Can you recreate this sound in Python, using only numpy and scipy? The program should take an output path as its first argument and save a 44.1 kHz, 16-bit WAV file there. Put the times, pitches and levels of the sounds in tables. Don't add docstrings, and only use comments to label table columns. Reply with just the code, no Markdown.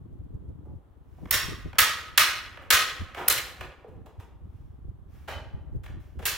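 import sys
import numpy as np
from scipy import signal
from scipy.fft import rfft, irfft, next_fast_len
from scipy.io import wavfile
from scipy.ndimage import uniform_filter1d

SR = 44100
rng = np.random.default_rng(int(sys.argv[2]) if len(sys.argv) > 2 else 0)


def unload_wav(signal):
    wavfile.write(
        sys.argv[1],
        SR,
        np.round(np.clip(np.atleast_2d(signal).T, -1, 1) * 32767).astype(np.int16),
    )


N = 280900
TIME = np.arange(N) / SR
EDGES_HZ = np.r_[np.geomspace(110, 820, 8), np.geomspace(1000, 17000, 17)]
BAND_HZ = np.sqrt(EDGES_HZ[1:] * EDGES_HZ[:-1])
BAND_FILTERS = [signal.butter(2, pair, "band", fs=SR, output="sos")
                for pair in zip(EDGES_HZ, EDGES_HZ[1:])]
OPPOSITE = np.array([[1], [-1]])


def from_db(db):
    return 10 ** (np.asarray(db) / 20)


def at_hz(points, hz):
    table = np.array(points)
    return np.interp(np.log(hz), np.log(table[:, 0]), table[:, 1])


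def rms_one(x):
    return x / np.sqrt(np.mean(x ** 2) + 1e-20)


def add(track, s, sound):
    start = int(np.clip(round(s * SR), 0, N - 1))
    track[:, start:start + sound.shape[1]] += sound[:, :N - start]


def flicker(rate_hz, size):
    slow = signal.sosfilt(signal.butter(2, rate_hz, fs=SR, output="sos"), rng.standard_normal(size))
    return np.clip(rms_one(slow), -2, 2)


def swell(rise, decay):
    t = TIME[:int((rise + 5 * decay + .02) * SR)]
    return np.minimum(t / rise, 1) * np.exp(-np.maximum(t - rise, 0) / decay)


def stereo(mid, side, likeness):
    return np.sqrt(1 + likeness) * mid + np.sqrt(1 - likeness) * side * OPPOSITE


# frequency in Hz, likeness from 0 to 1.
LIKENESS = [(100, 1), (700, 0.89), (1500, 0.82), (2000, 0.63), (2800, 0.66), (5600, 0.52), (10000, .17),
            (15000, 0.043)]

def noise_bands(envelope):
    white = rng.standard_normal((2, 2, len(envelope))) * envelope + 1e-18
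    bands = []
    for k, sos in enumerate(BAND_FILTERS):
        mid, side = map(rms_one, signal.sosfilt(sos, white[k % 2]))
        gain = np.sqrt((EDGES_HZ[k + 1] - EDGES_HZ[k]) / SR / len(envelope))
        bands.append(gain * stereo(mid, side, at_hz(LIKENESS, BAND_HZ[k])))
    return np.array(bands)


def burst(envelope, band_db):
    return np.tensordot(from_db(band_db), noise_bands(envelope), 1)


def airflow(spectrum, likeness, lump_db=0.0, lump_hz=35):
    size = next_fast_len(N, True)
    white = rng.standard_normal((2, N)) * from_db(lump_db * flicker(lump_hz, N))
    hz = np.maximum(np.fft.rfftfreq(size, 1 / SR), 1)
    mid, side = irfft(rfft(white, size) * from_db(at_hz(spectrum, hz)), size)[:, :N]
    return rms_one(stereo(mid, side, likeness))


# frequency in Hz, relative level in dB.
TRAFFIC_TONE = [(150, -12), (300, -5), (500, -12), (750, -11), (1150, -14), (1600, -22.5), (2400, -31),
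                (3300, -30), (5000, -42), (8000, -40.5), (15000, -40)]

def traffic(level_db=-64.5):
    return from_db(level_db) * airflow(TRAFFIC_TONE, likeness=0.23)


# time of the crest in seconds, time to build and to die
# in seconds, relative levels of buffeting and of flutter in dB.
GUSTS = [(.2, .08, -42.5, -59), (.352, 0.022, -33.5, -47), (0.486, 0.026, -36.5, -47),
         (.725, 0.055, -38, -47), (1.24, 0.032, -48, -40), (1.35, 0.022, -34.5, -45.5),
         (1.5, 0.067, -39.5, -40.5), (1.665, 0.021, -32, -40), (1.815, 0.022, -39, -54),
         (2.21, 0.027, -45, -50.5), (2.755, 0.034, -40.5, -50), (3.023, 0.023, -31, -45),
         (3.35, 0.14, -46.5, -58), (3.64, 0.058, -42.5, -56), (3.98, 0.083, -45, -51),
         (4.195, 0.018, -38.5, -55), (4.46, 0.028, -39.5, -54), (4.876, 0.039, -36, -51.5),
         (5.369, .04, -40, -55), (5.56, 0.029, -34.5, -48), (5.745, 0.044, -30.5, -44.5),
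         (5.95, 0.062, -38, -48), (6.199, 0.046, -36, -46)]

def gusts(boost_db=2):
    power = np.zeros((2, N))
    for crest, width, buffet_db, flutter_db in GUSTS:
        bell = np.exp(-np.minimum(abs(TIME - crest) / width, 10) ** 2)
        power += (from_db([[buffet_db], [flutter_db]]) * bell) ** 2
    return from_db(boost_db) * np.sqrt(power)


# frequency in Hz, relative level in dB.
BUFFET_TONE = [(20, -14.5), (35, -4.5), (60, 4), (85, 3), (115, -3.5), (160, -14.5), (260, -45),
               (500, -71.5)]
FLUTTER_TONE = [(60, -22), (110, -7), (150, -2.5), (220, -7), (320, -8.5), (480, -19), (800, -38),
                (2000, -61.5), (4000, -83.5)]
# time in seconds, relative levels of buffeting and flutter in dB.
BREEZE = [(0.0, -49, -54.5), (0.62, -48, -52.5), (0.85, -59, -68), (1.08, -52, -64), (1.45, -46, -54),
          (1.67, -47, -53), (1.9, -52.5, -61.5), (3.39, -54.5, -63), (3.92, -61, -68), (4.54, -47, -60),
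          (4.95, -51, -61), (5.78, -43.5, -57.5), (6.14, -51, -63.5), (6.37, -47, -57.5)]

def wind(breeze_boost_db=4, smooth_s=0.065, pans_db=(-0.06, 0.65)):
    times, *breezes_db = np.transpose(BREEZE)
    buffet = airflow(BUFFET_TONE, likeness=0.27, lump_db=6.0, lump_hz=22)
    flutter = airflow(FLUTTER_TONE, likeness=0.011, lump_db=5.5, lump_hz=33)
    out = np.zeros((2, N))
    for swirls, breeze_db, gust, pan_db in zip((buffet, flutter), breezes_db, gusts(), pans_db):
        breeze = from_db(np.interp(TIME, times, breeze_db) + breeze_boost_db)
        power = uniform_filter1d(np.mean(swirls ** 2, axis=0), int(smooth_s * SR))
        evened = swirls / np.sqrt(power + 1e-12)
        out += evened * np.hypot(breeze, gust) * from_db(pan_db * OPPOSITE)
    return out


# frequency in Hz, seconds to fade by 60 dB.
EARLY_FADE = [(200, 0.73), (1500, 0.54), (4000, 0.56), (8000, 0.38), (15000, 0.24)]
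LATE_FADE = [(200, 3.4), (700, 1.72), (1500, 1.14), (3000, 0.95), (4200, 0.53), (6000, .68), (15000, 0.5)]

def bridge(x, delay_s=0.017, build_s=0.0043, gap_db=-14, wet_db=17, late_db=-14, stretches=12):
    t = TIME[:SR]
    early = from_db(-60 * t / at_hz(EARLY_FADE, BAND_HZ)[:, None])
    late = from_db(late_db - 60 * t / at_hz(LATE_FADE, BAND_HZ)[:, None])
    arrived = np.maximum(from_db(gap_db), .5 + .5 * np.tanh((t - delay_s) / build_s))
    envelope = from_db(wet_db) * np.hypot(early, late) * arrived
    bunches = from_db(1.43 * flicker(rate_hz=220, size=SR))
    reflections = np.tile(noise_bands(bunches), 2)
    out = np.zeros((2, N))
    shifts = np.linspace(0, SR, stretches).astype(int)
    for shift, part in zip(shifts, np.array_split(np.arange(N), stretches)):
        response = np.einsum("bct,bt->ct", reflections[:, :, shift:shift + SR], envelope)
        add(out, part[0] / SR, signal.fftconvolve(x[:1, part], response, axes=1))
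    return out


# delay in seconds, gain in dB.
ECHOES = [(0.0163, -11.5), (0.0412, -15.5)]

def echoes(x):
    out = np.zeros((2, N))
    for delay, db in ECHOES:
        add(out, delay, from_db(db) * x)
    return out


# frequency in Hz, relative level in dB.
CLOTH_TONE = [(300, -3), (1200, 5.5), (3000, -1), (4200, -10), (5200, -5.5), (8000, -12), (10500, -9.5),
              (15000, -7)]
# start in seconds, relative level in dB, rise and decay in seconds.
SWISHES = [(1.018, -22.5, 0.29, 0.031), (4.42, -31.5, 0.14, 0.17), (5.07, -21.5, 0.081, 0.18),
           (5.998, -25.5, 0.0025, 0.12)]

def jackets():
    out = np.zeros((2, N))
    for start, db, rise, decay in SWISHES:
        add(out, start, burst(swell(rise, decay), db + at_hz(CLOTH_TONE, BAND_HZ)))
    return out


# frequency in Hz, relative level in dB.
SOLE_TONE = [(80, -13), (250, -13), (420, -1.5), (700, -3.5), (980, -2.5), (1280, -1), (1650, -2),
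             (2400, -2.5), (3100, 1.5), (4200, -5.5), (6000, 1), (9500, -0.5), (15000, 0.5)]
# start in seconds, thud in dB, pitch of the hollow under
# the sole in Hz, slap in dB, decay in seconds. Thud and slap are added to the sole's tone.
STEPS = [(.648, -7, 440, -46, 0.02), (1.181, -7, 875, -45, .0076), (1.211, -13, 378, -43, 0.032),
         (1.2548, -6, 805, -9, 0.0029), (1.729, -0.5, 790, -6, .004), (1.754, -2.5, 810, -9, 0.0029),
         (2.572, -0.5, 600, -1.5, .0025), (2.613, -4.5, 533, -20, .022), (3.144, -1.5, 603, 1, 0.0097),
         (3.158, 14, 810, 8.5, 0.063), (3.606, 4.5, 620, 4.5, 0.01), (3.843, 2, 449, -40, .005),
         (3.872, -8, 509, -33, .035), (4.057, -3, 614, -18.5, .012), (4.192, -6.5, 900, -13.5, 0.024),
         (5.274, 9, 730, 5, 0.027), (5.831, -10.5, 600, -10.5, 0.022), (5.86, -8.5, 693, -4.5, .005),
         (6.187, 2.5, 580, -9, 0.017), (6.216, 0, 610, -2.5, .03)]

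def footsteps(hollow_db=5, hollow_octaves=0.24, full_slide_s=0.012):
    out = np.zeros((2, N))
    for start, thud_db, hollow_hz, slap_db, decay in STEPS:
        dragged = min(decay / full_slide_s, 1)
        grit_db = -23 + 0.59 * slap_db + 20 * np.log10(dragged)
        balance = [(700, thud_db), (2000, slap_db), (7000, grit_db)]
        hollow = hollow_db * np.exp(-(np.log2(BAND_HZ / hollow_hz) / hollow_octaves) ** 2)
        band_db = at_hz(SOLE_TONE, BAND_HZ) + at_hz(balance, BAND_HZ) + hollow
        rise = .35 * decay
        add(out, start, burst(swell(rise, decay), band_db))
    return out


# start in seconds, relative level in dB, centre frequency in Hz,
# decay in seconds.
BITES = [(1.3095, 17.5, 13900, 0.0019), (1.7912, 15, 10000, 0.0021), (1.803, 19, 14000, .001),
         (2.1792, 23, 3220, .002), (3.2835, 22.5, 12050, 0.0022), (3.299, 11.5, 6500, 0.0023),
         (3.325, 9.5, 8650, 0.0019), (3.376, 13.5, 2360, 0.017), (6.266, 5, 15000, 0.0038)]

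def edge_bites(width_octaves=0.36, off_peak_db=-17, bass_db=-30):
    out = np.zeros((2, N))
    for start, db, hz, decay in BITES:
        peak = np.exp(-(np.log2(BAND_HZ / hz) / width_octaves) ** 2)
        band_db = db + off_peak_db * (1 - peak) + bass_db * (BAND_HZ < 1000)
        add(out, start, burst(swell(0.00016, decay), band_db))
    return out


# pitch in Hz, relative level in dB, seconds to fade by 60 dB.
BLADE_NOTES = [(1081, -0.5, 0.19), (1202, -3.5, 0.26), (1272, 1, 0.16), (1505, -2.5, 0.18),
               (1650, -2.5, 0.14), (1746, -4.5, 0.18), (1882, -0.5, 0.59), (1918, -2, 0.32),
               (1960, 1.5, .2), (2560, -2.5, 0.16), (2663, 1, 0.22), (2840, -4.5, .22), (3040, -0.5, 0.3),
               (3280, -5, 0.12), (3530, -6.5, 0.077), (4140, 3, 0.072), (4370, -3, 0.29), (5526, 4, 0.073),
               (6610, -2.5, 0.09), (6980, 7, .05), (7680, -2.5, 0.053), (8970, 1, 0.04),
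               (10790, -4.5, 0.045), (12800, 0.5, 0.029), (13740, -3, 0.044), (14230, 0, .04),
               (14460, 1.5, .05), (15000, -1, .04)]

def blade_ring(colour, favoured_hz, extra_db, ring_db=-50.0, spread_db=1.25):
    hz, note_db, fade_s = np.transpose(BLADE_NOTES)
    singing = np.isin(np.arange(len(hz)), [np.argmin(abs(hz - pitch)) for pitch in favoured_hz])
    chance_db = spread_db * rng.standard_normal(len(hz))
    strength = from_db(ring_db + note_db + at_hz(colour, hz) + extra_db * singing + chance_db)
    stereo_shift = np.arccos(at_hz(LIKENESS, hz)) / 2 * rng.choice([-1, 1], len(hz))
    phases = rng.uniform(0, 2 * np.pi, len(hz)) + stereo_shift * OPPOSITE
    fading_notes = np.exp(np.outer(2j * np.pi * hz - np.log(1000) / fade_s, TIME[:SR // 4]))
    return ((strength * np.exp(1j * phases)) @ fading_notes).imag


def clack(band_db, size=512):
    gain = from_db(np.interp(np.fft.rfftfreq(size, 1 / SR), BAND_HZ, band_db))
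    return np.roll(irfft(gain), size // 4)[None]


# frequency in Hz, relative level in dB.
CRASH_TONE = [(100, -36.5), (300, -17), (550, -8.5), (850, -10), (1200, 1), (1900, 5), (2600, 1.5),
              (3600, 1), (5200, -3), (8200, -6.5), (9600, -5), (12000, -4), (15000, -3.5)]
# start in seconds, relative level in dB, extra bass and treble in dB,
# contact time in seconds, gain towards the microphone in dB, two favoured pitches in Hz, their extra dB.
CLASHES = [(1.308, 15, 2, 4.5, .006, -10.5, 5445, 2560, 9.5),
           (1.784, 19.5, 0.5, 0, 0.0089, 0.5, 1280, 1446, 8.5),
           (2.1759, 21.5, -2.5, -1, 0.0048, -0.5, 2518, 1760, 3.5),
           (2.7036, 22, 2, 0.5, 0.0069, -3.5, 1610, 1280, 6),
           (3.2797, 13.5, 6.5, 5.5, 0.0032, -8, 4060, 11860, 12.5),
           (5.2850, -5.5, 6, -8.5, 0.015, -5, 1228, 3043, 12.5),
           (6.2540, 8, 3.5, 6, 0.014, -1.5, 2710, 3320, 11.5)]

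def sabre_clashes(release_s=0.0057, rattle_db=-18, rattle_s=0.033, crash_around_db=-10):
    aimed, around = np.zeros((2, 2, N))
    t = TIME[:SR // 4]
    for start, db, bass_db, treble_db, contact_s, aim_db, *favoured_hz, extra_db in CLASHES:
        colour = [(600, db + bass_db), (1200, db), (3000, db), (12000, db + treble_db)]
        band_db = at_hz(CRASH_TONE, BAND_HZ) + at_hz(colour, BAND_HZ)
        grind = np.exp(-np.maximum(t - contact_s, 0) / release_s)
        rattle = from_db(rattle_db) * np.exp(-t / rattle_s)
        crash = burst(grind + rattle, band_db)
        ring = blade_ring(colour, favoured_hz, extra_db)
        add(aimed, start, from_db(aim_db) * (crash + ring))
        add(around, start, ring + from_db(crash_around_db) * crash)
        add(around, start, clack(band_db))
    return aimed, around


def scene():
    clashes_aimed, clashes_around = sabre_clashes()
    bites = edge_bites()
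    movement = footsteps() + jackets()
    direct = clashes_aimed + bites + movement
    around = clashes_around + from_db(-9) * bites + from_db(-1) * movement
    bout = direct + echoes(direct) + bridge(around)
    return bout * from_db([[-.4], [.4]]) + wind() + traffic()


def record(dry, cutoff_hz=15850):
    rounded = 0.97 * np.tanh(dry / 1.14)
    return signal.sosfilt(signal.ellip(10, .2, 95, cutoff_hz, fs=SR, output="sos"), rounded)


dry = scene()
out = record(dry)
unload_wav(out)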